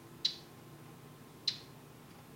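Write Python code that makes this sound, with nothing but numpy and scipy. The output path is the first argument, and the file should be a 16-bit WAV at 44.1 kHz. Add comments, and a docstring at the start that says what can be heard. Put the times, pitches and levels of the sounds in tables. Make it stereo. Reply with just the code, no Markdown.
"""A gecko chirps twice in a glass-walled enclosure in a quiet room.
Each click-like chirp is a few fast throat pulses ringing near 4 kHz, with a falling squeak;
the walls throw it back, the glass rings and the room reverberates.
Behind it: air noise, appliance hum, a faint sinking tone and a few soft scuffs on bark."""
import sys
import numpy as np
from scipy import signal
from scipy.fft import rfft, irfft
from scipy.io import wavfile
from scipy.ndimage import uniform_filter1d

SR = 44100
rng = np.random.default_rng(int(sys.argv[2]) if len(sys.argv) > 2 else 0)


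def put_to_file(sound):
    """Save the sound as 16-bit audio at rate SR, in the file named by the first command-line argument."""
    columns = np.atleast_2d(sound).T  # one column per channel
    safe = np.clip(columns, -1, 1)
    whole_steps = np.round(safe * 32767)
    wavfile.write(sys.argv[1], SR, whole_steps.astype(np.int16))


N = 103635


def amp(db):
    return 10 ** (np.asarray(db) / 20)


def unit_rms(x):
    return x / np.sqrt(np.mean(abs(x) ** 2) + 1e-20)


def log_interp(points, hz):
    """Interpolate (Hz, value) rows on a log-frequency axis."""
    point_hz, value = np.transpose(points)
    return np.interp(np.log(hz + 1), np.log(point_hz + 1), value)


def add(mix, start_s, sound):
    part = mix[round(start_s * SR):][:len(sound)]
    part += sound[:len(part)]


def minimum_phase(gain):
    """Spectrum of the quickest causal response with these magnitudes."""
    log_gain = np.log(np.r_[gain, gain[-2:0:-1]])
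    return np.exp(np.conj(signal.hilbert(log_gain)))[:len(gain)]


def drift(bandwidth_hz):
    """Low-passed noise, rms 1."""
    hz = np.fft.rfftfreq(N, 1 / SR)
    return unit_rms(irfft(rfft(rng.standard_normal(N)) * np.exp(-(hz / bandwidth_hz) ** 2), N))


def spread(mid, side, side_db):
    """Mid/side to left/right, scaled to unit mid energy."""
    return np.array([mid + amp(side_db) * side, mid - amp(side_db) * side]) / np.linalg.norm(mid)


def tone(hz, level_db, flutter_db=1.2):
    """Sine with a slightly fluttering level."""
    peak = np.sqrt(2) * amp(level_db + flutter_db * drift(25))
    return peak * np.sin(2 * np.pi * (np.cumsum(hz) / SR + rng.random()))


def air(level_db=-55, patch_db=0.7, size=2048):
    """Steady room noise and hiss with faint drifting patches; the bass is nearly mono."""
    # Each row: frequency in Hz, relative spectral density in dB.
    density = [(25, -24), (38, -23), (52, -15), (75, -15), (105, -6), (140, -1), (200, -8.5), (260, -6.5),
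               (310, -9), (400, -7.5), (520, -15), (800, -13), (1400, -18.5), (2500, -23), (3600, -25),
               (4500, -28.3), (9000, -31), (15500, -31.7)]
    # Each row: frequency in Hz, left-right coherence from 0 to 1.
    coherence = [(60, 0.99), (150, 0.99), (350, 0.87), (700, 0.083), (1400, 0.23), (3000, 0.13),
                 (6000, 0.34), (10000, 0.56), (15000, 0.93)]
    hop, hz = size // 4, np.fft.rfftfreq(size, 1 / SR)
    left_re, left_im, other_re, other_im, patches = rng.standard_normal((N // hop + 5, len(hz), 5)).T
    patches = uniform_filter1d(patches, size=16, axis=0)  # across frequency
    patches = unit_rms(uniform_filter1d(patches, size=8, axis=1))  # across time
    shared = log_interp(coherence, hz)[:, None]
    left = left_re + 1j * left_im
    right = shared * left + np.sqrt(1 - shared ** 2) * (other_re + 1j * other_im)
    spectra = np.array([left, right]) * amp(log_interp(density, hz)[:, None] + patch_db * patches)
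    noise = signal.istft(spectra, nperseg=size, noverlap=size - hop)[1][:, :N]
    return amp(level_db) * unit_rms(noise)


def appliance_hum():
    """Wavering hum of fans and lamps."""
    # Each row: frequency in Hz, level in dB, rms waver in Hz.
    lines = [(119.8, -67, 1.1), (148.2, -64, 1.1), (242.7, -67.5, 0.41), (444.3, -72, 1.87),
             (1049, -71.5, 8.7), (1295, -78.5, 1.5), (2480, -84, 0.52), (5030, -90, 1.3), (9367, -84, 30)]
    return sum(tone(hz + waver_hz * drift(39.7), db) for hz, db, waver_hz in lines)


def sinking_tone():
    """A faint tone that sinks and fades."""
    # Each row: time in seconds, frequency in Hz, level in dB.
    path = [(0, 335, -62.5), (0.4, 343.6, -64.5), (0.548, 344, -70), (0.801, 326.9, -63.5),
            (1.099, 305, -75), (1.5, 298, -102), (2.35, 290, -96)]
    time_s, hz, db = np.transpose(path)
    t = np.arange(N) / SR
    return tone(np.interp(t, time_s, hz), np.interp(t, time_s, db))


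def scuff(length_s, level_db, treble_db, size=4096):
    """A brief grainy rub on dry bark."""
    # Each row: frequency in Hz, relative gain in dB.
    bark = [(200, -16), (550, -11), (820, 5), (1200, -8), (2500, -8), (3500, -9), (4100, -15), (4900, -8),
            (6000, -20), (14000, -28)]
    progress, hz = np.arange(size) / SR / length_s, np.fft.rfftfreq(size, 1 / SR)
    envelope = progress * np.exp(-3 * progress)
    grains = rng.standard_normal(size) * rng.exponential(1, size) * envelope
    shelf_db = treble_db * log_interp([(1200, 0.048), (3000, 1)], hz)
    rub = irfft(rfft(grains) * minimum_phase(amp(log_interp(bark, hz) + shelf_db)))
    return amp(level_db) * unit_rms(rub) * np.sqrt(length_s * SR / size)


def squeak(t, start_hz=3268, fall_hz_per_s=134500, delay_s=0.00266, length_s=0.015):
    """A note that slides down as the throat closes."""
    age_s = np.clip(t - delay_s, 0, length_s)
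    hz = start_hz - fall_hz_per_s * age_s
    return np.sin(np.pi * age_s / length_s) * np.sin(2 * np.pi * np.cumsum(hz) / SR)


def chirp(length_s, level_db, pulse_hz, throat_hz, squeak_db, size=4096):
    """A short arch of pulses and breath noise rings the throat and mouth; a squeak trails it."""
    # Each row: frequency in Hz, relative gain in dB.
    mouth = [(300, -35), (1200, -22), (2000, -27), (2650, -13), (3400, -2), (4600, 1.5), (5400, -5),
             (6600, -16), (7200, -21), (8000, -26.5), (9000, -32), (12000, -36), (16000, -51)]
    throat_width_hz, throat_db, breath_db = 480, 9.5, -13
    arch_skew, rate_glide = 1.22, 0.0904
    t, hz = np.arange(size) / SR, np.fft.rfftfreq(size, 1 / SR)

    def effort(time_s):
        return np.sin(np.pi * np.clip(time_s / length_s, 0, 1) ** arch_skew)

    pulse_s = (np.arange(8) + 0.5) / pulse_hz
    pulse_s *= 1 - rate_glide * pulse_s / length_s  # pulses speed up
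    pulses = unit_rms(effort(pulse_s) @ np.exp(-2j * np.pi * np.outer(pulse_s, hz)))
    breath = amp(breath_db) * unit_rms(rfft(effort(t) * rng.standard_normal(size)))
    throat = 1 + amp(throat_db) / (1 + (2 * (hz - throat_hz) / throat_width_hz) ** 2)
    click = irfft((pulses + breath) * minimum_phase(throat * amp(log_interp(mouth, hz))))
    call = unit_rms(click) + amp(squeak_db) * unit_rms(squeak(t))
    return amp(level_db) * call * np.sqrt(length_s * SR / size)


def enclosure(source):
    """Wall echoes, quick scatter and ringing in the glass box, then the room's longer tail."""
    # Each row: delay in seconds, linear gain.
    wall_echoes = [(0.001, 0.5), (0.0015, 0.57), (0.003352, 0.41), (0.005076, 0.7), (0.008378, 0.7),
                   (0.0133, 0.45)]
    # Each row: frequency in Hz, initial level in dB, T60 in seconds.
    box_modes = [(2917, -41.5, 0.21), (3420, -51, 0.41), (3610, -64, 0.22), (3880, -58, 0.31),
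                 (3900, -73, 0.17), (3990, -100, 0.59), (4210, -60, 0.54), (4850, -58, 0.26),
                 (4736, -52.5, 0.42), (4800, -68, 0.3), (5500, -49, 0.32), (5640, -54, 0.29)]
    # Each row: frequency in Hz, T60 in seconds.
    room_t60 = [(500, 1), (2500, 0.53), (4200, 0.37), (6500, 0.58), (12000, 0.32)]
    scatter_db, scatter_t60_s = -14, 0.048
    room_db, room_build_s = -3, 0.019
    t, hz = np.arange(SR) / SR, np.fft.rfftfreq(SR, 1 / SR)
    echoes = sum(gain * np.exp(-2j * np.pi * hz * delay_s) for delay_s, gain in wall_echoes)
    early = irfft(1 + echoes, SR)  # 1 = direct path
    scatter = rng.standard_normal((2, SR)) * amp(-60 * t / scatter_t60_s) * (t > wall_echoes[0][0])
    band_hz, frame_s, spectra = signal.stft(rng.standard_normal((2, SR)), SR, nperseg=256)
    spectra *= amp(-60 * frame_s / log_interp(room_t60, band_hz)[:, None])
    room = signal.istft(spectra, SR, nperseg=256)[1][:, :SR] * np.minimum(t / room_build_s, 1)
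    rings = sum(amp(db - 60 * t / t60_s) * np.sin(2 * np.pi * (mode_hz * t + rng.random()))
                for mode_hz, db, t60_s in box_modes)
    response = (early + rings + amp(scatter_db) * spread(*scatter, side_db=0)
                + amp(room_db) * spread(*room, side_db=-8.5))
    return signal.fftconvolve(source[None], response, axes=1)[:, :N]


def scene():
    """The gecko in its enclosure, over the room's background."""
    # Each row: start in seconds, length in seconds, dry level in dB, initial pulse rate in Hz,
    # throat resonance in Hz, squeak in dB relative to the click.
    chirps = [(0.2460, 0.0118, -31, 439.3, 4020, -21), (1.474, 0.0108, -32, 536.6, 4070, -18)]
    # Each row: start in seconds, decay length in seconds, dry level in dB, treble shelf in dB.
    scuffs = [(0.575, 0.027, -69, -4), (0.85, 0.052, -68.5, -9), (1.05, 0.051, -76, -7),
              (2.105, 0.0073, -64.5, 17), (2.143, 0.015, -62, -13), (2.184, 0.0066, -59.5, -5)]
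    gecko = np.zeros(N)
    for start_s, *settings in chirps:
        add(gecko, start_s, chirp(*settings))
    for start_s, *settings in scuffs:
        add(gecko, start_s, scuff(*settings))
    return enclosure(gecko) + air() + appliance_hum() + sinking_tone()


def record(dry):
    """Steep low-pass at 16 kHz."""
    low_pass = signal.firwin(511, 16000, window=("kaiser", 9), fs=SR)
    return signal.oaconvolve(dry, low_pass[None], "same")


dry = scene()
out = record(dry)
put_to_file(out)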